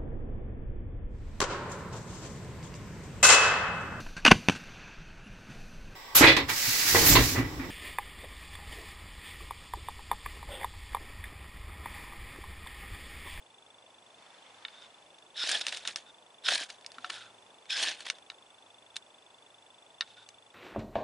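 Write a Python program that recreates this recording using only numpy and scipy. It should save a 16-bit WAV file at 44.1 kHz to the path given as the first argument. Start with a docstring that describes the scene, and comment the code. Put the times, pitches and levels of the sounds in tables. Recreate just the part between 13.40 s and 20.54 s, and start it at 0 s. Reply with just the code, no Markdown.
"""A knife spine scrapes down a ferro rod in three strokes and a light draw back, close by in a quiet wood.
The blade sings as narrow friction notes, grinds as hails of micro-impacts, snags in bursts of that grit,
and taps the rod as ringing steel modes; the hand bumps the handle, a low damped hum; surroundings scatter it all.
A sleeve and far road are shaped noise, a far engine a wavering tone; a camera ticks each frame and whines."""
import sys
import numpy as np
from scipy import signal
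from scipy.fft import rfft, irfft, next_fast_len
from scipy.io import wavfile
from scipy.ndimage import uniform_filter1d, map_coordinates

SR = 44100
rng = np.random.default_rng(int(sys.argv[2]) if len(sys.argv) > 2 else 0)


def pcm_store(signal):
    """Save signal as 16-bit PCM."""
    levels = np.round(np.clip(np.atleast_2d(signal), -1, 1) * 32767)
    wavfile.write(sys.argv[1], SR, levels.astype(np.int16).T)


N = 314874


def amp(db):
    """Decibels to gain."""
    return 10 ** (np.asarray(db) / 20)


def unit(x):
    """Scaled to rms 1."""
    return x / np.sqrt(np.mean(x ** 2) + 1e-20)


def along(points, hz):
    """(f/Hz, value) points interpolated on a log frequency axis."""
    f, value = np.transpose(points)
    return np.interp(np.log(hz + 1), np.log(f + 1), value)


def curves(rows):
    """One value per sample for each column after the time t/s."""
    s, *columns = np.transpose(rows)
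    return [np.interp(np.arange(N) / SR, s, column) for column in columns]


def wobble(rate_hz):
    """A smooth random curve, rate_hz knots a second."""
    knots = rng.standard_normal(int(N * rate_hz / SR) + 4)
    return map_coordinates(knots, [np.arange(N) * rate_hz / SR])


def filtered(x, response):
    """x through a complex response of frequency."""
    m = next_fast_len(N + SR // 2)
    return irfft(rfft(x, m) * response(np.fft.rfftfreq(m, 1 / SR)), m)[..., :N]


def scraping():
    """Light pressure lets the blade sing; more bite turns the slide into broad grinding, which snags swell."""
    song_db, high_hz, high_db, high_hard_db = -4, 5240, -23, 17.5  # high note grows in a hard slide
    thud_db, thud_exponent = -13.5, 1.2  # below 1 kHz, at full bite
    sparkle_db, duller_db = -9, 12  # above 6 kHz at full bite; loss at no bite
    slide_grinds, bite_sings = 0.053, 0.16  # power shares: grinding at no bite, song at full bite
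    level_db, bite, main_hz, low_hz, low_db = contacts()
    bite = np.clip(bite, 0, 1)
    hard = np.clip((level_db + 52) / 12, 0, 1)  # a hard slide widens the main note
    main = np.sqrt(1 - hard) * note(main_hz, width_hz=250) + np.sqrt(hard) * note(main_hz, width_hz=540)
    low = amp(low_db) * note(low_hz, width_hz=200)
    high = amp(high_db + high_hard_db * hard) * note(np.full(N, high_hz), width_hz=480)
    grinds = np.sqrt(np.abs(slide_grinds + (1 - slide_grinds) * bite))
    sings = np.sqrt(np.abs(1 - (1 - bite_sings) * bite))
    thud = amp(thud_db) * bite ** thud_exponent
    sparkle = amp(sparkle_db - duller_db * (1 - bite))
    slide = amp(level_db) * np.array([thud, grinds, sparkle])
    rough = grit(count=24000, spread_db=2.8, life_s=.0018, hiss_db=-2, clump_db=1.6)
    grinding = np.sum((slide + snags()) * rough, axis=0)
    song = amp(level_db + song_db + 0.83 * wobble(120)) * sings * (main + low + high)
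    return grinding + song


def contacts():
    """Level, bite and notes of edge on rod; where contacts overlap their powers add and the louder one leads."""
    # strokes along the rod: [t/s, level/dB, bite/0-1, main note f/Hz, low note f/Hz, low note re main/dB]
    strokes = [
        [(1.95, -51.5, 0.15, 3700, 1430, -12), (1.978, -37, 0.18, 3720, 1440, -18),
         (2.025, -30.5, 0.02, 3620, 1410, -9.5), (2.036, -34, 0.25, 3610, 1400, 2.5),
         (2.08, -35.5, 0.82, 3800, 1480, -18), (2.112, -36, 1, 3600, 1690, -3),
         (2.118, -31.5, 0.4, 3655, 1700, -8), (2.157, -32, 0.91, 3560, 1690, 0),
         (2.196, -43, 1, 3700, 1640, -2)],
        [(3.04, -47, 0.7, 3700, 1490, -16), (3.06, -29, 0, 3670, 1490, -15), (3.086, -30, .7, 3460, 1480, -1.5),
         (3.1, -31, 0.9, 3600, 1660, 1), (3.125, -30, 0.9, 3830, 1670, -8), (3.157, -30.5, 0.98, 3950, 1710, 3),
         (3.168, -40.5, 1, 3090, 1680, -1), (3.228, -40, 1, 3070, 1630, 7.5), (3.24, -49.5, .9, 3100, 1630, 3),
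         (3.27, -57, 1, 3150, 1630, -1)],
        [(3.72, -46.5, .9, 3490, 1453, 5), (3.735, -45, 1, 3484, 1420, 0), (3.8, -50, 0.57, 3700, 1417, 1.5),
         (3.865, -56, 0.32, 3540, 1400, 3.5), (3.9, -65, .3, 3450, 1390, 3)],
        [(4.282, -63, .2, 3620, 1530, -3.5), (4.304, -32, .2, 3570, 1540, -18),
         (4.325, -32.5, 0.2, 3450, 1560, -9), (4.36, -33, .3, 3500, 1640, -11),
         (4.378, -34, .8, 3530, 1660, -12), (4.425, -31.5, 1, 3560, 1700, -4), (4.455, -37, 1, 3450, 1750, 1.5),
         (4.487, -35, 0.85, 3540, 1770, 4), (4.555, -50.5, 0.9, 3500, 1700, -5)],
    ]
    # short rubs, blade skids, settles or is set back: [start t/s, length/s, first level/dB, last level/dB, bite/0-1]
    rub_rows = [(1.323, 0.1, -57, -53.5, 0.08), (1.423, 0.034, -54, -52.5, 0.26),
                (2.214, 0.0061, -27, -38, 0.65), (2.231, 0.05, -45.5, -50, 0.8),
                (2.279, 0.037, -37.5, -49.5, 1), (2.324, 0.118, -40.5, -54.5, 0.8),
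                (2.455, 0.01, -41, -44, 0.67), (2.477, 0.059, -36.5, -56.5, 1),
                (2.565, 0.083, -43.5, -70.5, 1), (2.662, 0.042, -56, -56.5, 0.04),
                (3.292, 0.035, -47.5, -58, 1), (3.323, .006, -52, -58, 1), (3.34, 0.021, -61, -61, 1),
                (3.547, .02, -55, -65, .7), (3.608, .03, -65, -58, 0.9), (3.648, 0.036, -48, -57, .6),
                (3.699, 0.0094, -44, -45, 1), (4.568, 0.064, -53.5, -51.5, .9),
                (4.654, 0.036, -45, -48, 0.8), (4.716, 0.013, -53, -58, 0.8), (4.752, .02, -56, -60, .5),
                (5.565, 0.014, -41.5, -63, 0.9), (6.635, 0.027, -58, -65, .3), (6.675, .065, -58, -62, .6),
                (6.769, 0.073, -52, -58, 0.1)]
    # notes in a rub: [main f/Hz, low f/Hz, low re main/dB]
    rub_notes = (3600, 1450, -8)
    rise_s, fall_s, edge_db = 0.0084, .012, 17  # each contact swells in and dies out by edge_db
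    rubs = []
    for s, length_s, first_db, last_db, bite in rub_rows:
        rubs.append([(s, first_db, bite, *rub_notes), (s + length_s, last_db, bite, *rub_notes)])
    t = np.arange(N) / SR
    power = 1e-14
    lead = power * np.array([0, *rub_notes])[:, None]
    for rows in strokes + rubs:
        first, last = rows[0], rows[-1]
        before = (first[0] - rise_s, first[1] - edge_db, *first[2:])
        after = (last[0] + fall_s, last[1] - edge_db, *last[2:])
        db, *controls = curves([before, *rows, after])
        touch = amp(2 * db) * (t > before[0]) * (t < after[0])
        power = power + touch
        lead = lead + touch * np.array(controls)
    return 10 * np.log10(power), *(lead / power)


def note(hz, width_hz):
    """A resonance driven by friction: narrow noise around a moving centre."""
    drive = filtered(rng.standard_normal((2, N)), lambda f: 1 / (1 + (2 * f / width_hz) ** 2))
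    phase = 2 * np.pi * np.cumsum(hz) / SR
    return unit(drive[0] * np.cos(phase) + drive[1] * np.sin(phase))


def grit(count, spread_db, life_s, hiss_db, clump_db):
    """The rough rod under the edge: unequal micro-impacts, each ringing the steel at a chance pitch, over hiss."""
    # colour of the biting blade: [f/Hz, relative density/dB per Hz]
    grind_colour = [(88, -47), (150, -29.5), (310, -14.5), (400, -16.5), (677, -6), (812, -8), (1300, -8.5),
                    (1710, 2.5), (2050, -1), (3410, 4.5), (9950, -16.5), (10900, -19.5), (11500, -29),
                    (15000, -63), (22000, -120)]
    when, pitch, size, life = rng.random((count, 4)).T[:, :, None]
    t = np.arange(SR // 200) / SR
    sizes = amp(np.minimum(-spread_db * np.log(size), 4 * spread_db))
    decay_s = life_s * (0.069 + life ** 2)  # crowded toward the short end
    rings = sizes * np.sin(2 * np.pi * 11500 * pitch * t) * np.exp(-t / decay_s)
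    places = (when * N).astype(int) + np.arange(len(t))
    hail = np.bincount(places.ravel(), rings.ravel())[:N]
    clumps = amp(clump_db * (wobble(480) + 0.46 * wobble(90)))
    rough = clumps * (unit(hail) + amp(hiss_db) * rng.standard_normal(N))
    return thirds(filtered(rough, lambda f: amp(along(grind_colour, f))))


def thirds(x):
    """Thud, body and sparkle of a sound, split at 1 and 6 kHz, each of rms 1."""
    low = lambda f: 1 / (1 + (f / 1000) ** 6)
    high = lambda f: 1 - 1 / (1 + (f / 6000) ** 8)
    body = lambda f: 1 - low(f) - high(f)
    return [unit(filtered(x, band)) for band in (low, body, high)]


def snags():
    """The edge tears off shavings: gains of thud, body and sparkle rise quickly and fall more slowly."""
    # snags: [t/s, level/dB, thud re level/dB, sparkle re level/dB]
    snag_rows = [(2.0378, -45, -2, -21), (2.071, -42, -28, -3), (2.0906, -33.5, -19, 1),
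                 (2.114, -34, -32, 1), (2.3238, -38.5, -17, -3), (2.345, -43, -13, -11),
                 (3.089, -36, -12, -24), (3.107, -51, -22, -16), (3.122, -42, -8, -16),
                 (3.177, -45, -22, -1), (3.201, -42, -16, -10), (3.223, -49, -28, -17),
                 (3.2355, -46, -10, 3.5), (3.3, -41, -14, -17), (4.302, -45, -34, -5),
                 (4.376, -46, -17, -14), (4.403, -49, -25, -22), (4.427, -28, -19, -11),
                 (4.472, -36, -13, -21), (4.483, -31.5, -19, -32), (4.5132, -34.5, -15, -29),
                 (4.6044, -42, -27, -9), (4.6645, -36, -28, -11), (4.6845, -42, -46, -17)]
    rise_s = 0.0019
    u = np.arange(SR // 10) / SR / rise_s
    burst = u * np.exp(1 - u)
    gains = np.zeros((3, N + SR))
    for s, db, thud_db, sparkle_db in snag_rows:
        bands_db = db + np.array([[thud_db], [0], [sparkle_db]])
        gains[:, round(s * SR):][:, :len(u)] += amp(bands_db) * burst
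    return gains[:, :N]


def taps():
    """Each tap rings the steel at new strengths; grip and contact point shift the modes and favour one region."""
    # taps of blade on rod: [t/s, level/dB, low modes/dB, high modes/dB, most favoured f/Hz]
    tap_rows = [(1.2499, -23, -5.5, -49, 3620), (1.2823, -35.5, -3.5, -45, 3520),
                (1.7861, -45.5, -5, -11, 3430), (2.148, -18, 4, -14, 3460), (2.267, -15, -5.5, -8.5, 3200),
                (2.2832, -23, -17, -14, 3330), (2.3714, -24, -4, -2, 3220), (2.452, -23, 4, -21, 3700),
                (2.4752, -16, -3.5, -5, 3750), (2.5597, -17.5, -5, -7, 3230), (3.0851, -13.5, 3, -24, 3360),
                (3.155, -17.5, -19, -23, 4100), (3.4109, -43.5, -9.5, -8, 3460),
                (3.4454, -38.5, -5, -31, 2260), (3.4632, -25, -32, -5.5, 4550), (3.5183, -35, -1, -7, 4400),
                (3.5834, -31.5, 11, -23, 1330), (3.6448, -22.5, 3.5, -38, 1350),
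                (3.6998, -23.5, 9, -9, 1895), (3.7028, -23.5, -6.5, -18, 3200),
                (4.2557, -43, -4, -18, 2334), (4.7, -13.5, -5.5, -18, 6000), (4.7068, -28, -13, -24, 3170),
                (4.7853, -43, 5.5, -6.5, 3470), (4.9006, -27.5, -3, -28, 4400),
                (4.9175, -40.5, 9.5, -26, 3600), (5.5584, -30.5, -14, -11, 4110),
                (5.5655, -22, -18, -12, 3420), (6.6084, -13.5, -6, -26.5, 5300), (6.62, -27, 4, -36, 3640),
                (6.6259, -33.5, 6, -32, 3600), (6.889, -35, -8, -8, 5900)]
    # modes of gripped blade and rod: [f/Hz, level/dB, t60 before grip/s]
    steel = [(1120, -10.5, 0.082), (1363, 1, 0.037), (1780, -5, 0.026), (2244, -3.5, 0.039),
             (2824, 4, 0.018), (3270, 5, 0.0059), (3596, -2.5, 0.03), (4150, 8, 0.0085), (5010, 1.5, 0.024),
             (6230, 3, 0.03), (7620, 3.5, 0.014), (8700, 1, 0.057), (9300, -18, 0.0048),
             (10500, -32, 0.027)]
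    pan_mean_db, pan_scatter_db, grip = -0.3, 0.1, 0.93  # left re right; the hand shortens rings by grip
    t = np.arange(SR // 10) / SR
    out = np.zeros((2, N + SR))
    hz, mode_db, t60_s = np.transpose(steel)[:, :, None]
    # three partials a mode: frequency ratios, levels in dB
    near, near_db = np.array([[1.66, 0.99, 1.32], [-5.0, 1, 0.33]])[:, :, None, None]
    chances = rng.standard_normal((len(tap_rows), 4, 3, len(steel), 1))
    for (s, db, low_db, high_db, best_hz), chance in zip(tap_rows, chances):
        tilt = [(1400, low_db), (2200, 0), (4200, 0), (5500, 0.57 * high_db + 5.5), (7500, high_db)]
        favour_db = 7 * np.exp(-(np.log(hz * near / best_hz) / .09) ** 2)
        colour_db = along(tilt, hz * near) + favour_db
        fade = amp(mode_db + near_db + colour_db + 0.53 * chance[0] - 60 * t / (t60_s * grip))
        polarity = np.sign(chance[2] + .8)
        rings = polarity * fade * np.sin(2 * np.pi * hz * near * (1 + 0.0098 * chance[1]) * t)
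        contact_s = .000076 * amp(-.45 * high_db)  # a softer, longer contact gives a duller tap
        blow = (1 - np.exp(-t / contact_s)) ** 2 * (1 + 2.25 * np.exp(-t / 0.0018))  # louder at contact
        tap = rings.sum(axis=(0, 1)) * blow
        pan_db = pan_mean_db + pan_scatter_db * chance[3, 0, 0]
        gain = amp(db + pan_db * np.array([[.5], [-.5]]))
        out[:, round(s * SR):][:, :len(t)] += gain * tap / np.abs(tap).max()
    return filtered(out[:, :N], lambda f: (1j * f / (500 + 1j * f)) ** 2)  # the taps carry little bass


def bumps():
    """The hand bumps the handle: a soft push sets off one low, damped ring."""
    # bumps: [t/s, level/dB, f/Hz, t60/s]
    bump_rows = [(3.578, -51, 252, .15), (3.638, -40.5, 733, 0.11), (3.665, -49, 566, .08),
                 (3.697, -51, 341, 0.073)]
    rise_s = 0.0035
    t = np.arange(SR // 4) / SR
    out = np.zeros(N + SR)
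    for s, db, hz, t60_s in bump_rows:
        push = 1 - np.exp(-t / rise_s)
        out[round(s * SR):][:len(t)] += amp(db - 60 * t / t60_s) * push * np.sin(2 * np.pi * hz * t)
    return out[:N]


def nearby(x):
    """Stones, logs and the body scatter the sound for some tens of ms, differently to each port."""
    # what they return: [f/Hz, level/dB]
    scatter = [(200, -15), (700, -16), (1500, -18.5), (3000, -18), (6000, -9), (11000, -9)]
    t = np.arange(SR // 8) / SR
    tail = rng.standard_normal((2, len(t))) * amp(-60 * t / 0.055)
    tail = tail / np.linalg.norm(tail[0])
    late = np.pad(x, (30, 0))[None]
    echo = signal.fftconvolve(late, tail, axes=1)[:, :N]
    return filtered(echo, lambda f: amp(along(scatter, f)))


def woodland():
    """Far road and air as noise, a far engine's swelling hum, and the sleeve brushing as the arms reach in."""
    # sleeve: [t/s, level/dB]; its cloth: [f/Hz, relative density/dB per Hz]
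    sleeve_level, cloth = [(.55, -87), (.8, -62.5), (1.06, -60), (1.31, -60.5), (1.61, -68.5), (1.95, -84)], [(500, -30), (900, 0), (1800, -1), (3500, -3.5), (6000, -10),
                                           (11000, -26)]
    # far road and air: [t/s, level/dB]; colour: [f/Hz, relative density/dB per Hz]
    wood_level, air_colour = [(0.0, -61), (1.0, -59), (2.0, -59.5), (2.22, -57), (2.9, -60.5), (3.7, -57),
                              (4.22, -59.5), (4.51, -58), (5.0, -60), (7.14, -61)], [(12, -30), (25, -20), (60, -11.5), (100, -12), (160, -9.5),
                                            (350, -5), (600, 0), (900, 0), (1300, -7), (2000, -11),
                                            (2800, -9), (4000, -15), (7500, -18), (11500, -21)]
    # engine swells: [centre t/s, added level/dB, 1/e half-width/s]
    drone_swells = [(.45, -82, .3), (1.17, -76, 0.044), (2.4, -83, 0.43), (3.168, -75, 0.098),
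                    (3.86, -70, 0.16), (4.447, -75, .1), (5.403, -80, 0.15), (6.17, -79, 0.097),
                    (6.85, -77, 0.24)]
    drone_hz, faint_db = 111, -84
    t = np.arange(N) / SR
    swells = amp(faint_db)
    for s, db, half_s in drone_swells:
        swells = swells + amp(db) * np.exp(-((t - s) / half_s) ** 2)
    phase = 2 * np.pi * np.cumsum(drone_hz + 3 * wobble(7.2)) / SR
    drone = swells * amp(0.81 * wobble(8.2)) * np.sin(phase)
    sleeve = amp(curves(sleeve_level)[0] + 0.81 * wobble(30.8)) * rush(cloth, patchy_db=1.5)
    air = amp(curves(wood_level)[0]) * rush(air_colour, patchy_db=.5)
    return air + drone + sleeve


def rush(spectrum, patchy_db):
    """Stereo noise of rms 1 with patches of random gain; mid and side shares set the likeness of the ports."""
    # left-right likeness: [f/Hz, correlation]
    alike = [(60, 0.89), (170, 0.92), (490, 0.88), (1420, 0.5), (4080, 0.62), (11700, 0.69)]
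    z = signal.stft(rng.standard_normal((2, N)), nperseg=512)[2]
    field = uniform_filter1d(uniform_filter1d(rng.standard_normal(z.shape[1:]), 6, 0), 14, 1)
    pair = signal.istft(z * amp(patchy_db * unit(field)), nperseg=512)[1][:, :N]
    turn = lambda hz: np.arccos(np.clip(along(alike, hz), -1, 1)) / 2
    shares = lambda hz: amp(along(spectrum, hz)) * [np.cos(turn(hz)), np.sin(turn(hz))]
    mid, side = filtered(pair, shares)
    return unit(np.array([mid + side, mid - side]))


def camera():
    """A double pip each frame, polarity alternating, a little later in the right port; a thin throbbing whine."""
    # pips of a tick: [f/Hz, level/dB, start re frame t/s, length/s]
    tick_pips = [(3480, -51.5, -.0012, 0.012), (2750, -57, -.002, 0.006)]
    # electronics: [f/Hz, level/dB]
    whine_tones = [(7800, -77)]
    frames_per_s, first_tick_s, scatter_db = 25, .0235, 1
    t = np.arange(N) / SR - first_tick_s - np.array([[0], [.0005]])
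    frame = np.floor(t * frames_per_s + .25).astype(int)
    chance = rng.standard_normal((frame.max() + 2, 2))[frame]
    pips = 0
    for hz, db, start_s, length_s in tick_pips:
        since = t - frame / frames_per_s - start_s
        rise = np.clip(since / (0.3 * length_s), 0, 1)
        fall = np.clip((length_s - since) / (0.65 * length_s), 0, 1)
        gain = (-1.) ** frame * amp(db + scatter_db * chance[..., 0])
        pips = pips + gain * rise * fall * np.sin(2 * np.pi * hz * since + 0.26 * chance[..., 1])
    throb = 1 + 0.33 * np.sin(2 * np.pi * 2 * frames_per_s * t[0])
    whine = 0
    for hz, db in whine_tones:
        whine = whine + amp(db + 1.5 * wobble(20)) * np.sin(2 * np.pi * hz * t[0] + 0.38 * wobble(16))
    return pips + throb * whine


def scene():
    """The knife near the middle, scrapes and taps a little to the right, in its surroundings."""
    knife = scraping() * amp([[-.2], [.2]]) + taps() + bumps()
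    return knife + nearby(knife.mean(axis=0)) + woodland() + camera()


def record(dry):
    """The input stage rounds off the highest peaks, drops the deepest bass and limits the band."""
    top_hz = 11100
    rounded = dry / (1 + np.abs(dry / .3) ** 4) ** (1 / 4)
    bass_cut = lambda hz: (1j * hz / (60 + 1j * hz)) ** 2
    residue = lambda hz: amp(-36) * (hz < 12330)  # a faint remnant above top_hz
    band = lambda hz: np.maximum(1 / (1 + (hz / top_hz) ** 200), residue(hz))
    return filtered(rounded, lambda hz: bass_cut(hz) * band(hz))


dry = scene()
out = record(dry)
pcm_store(out)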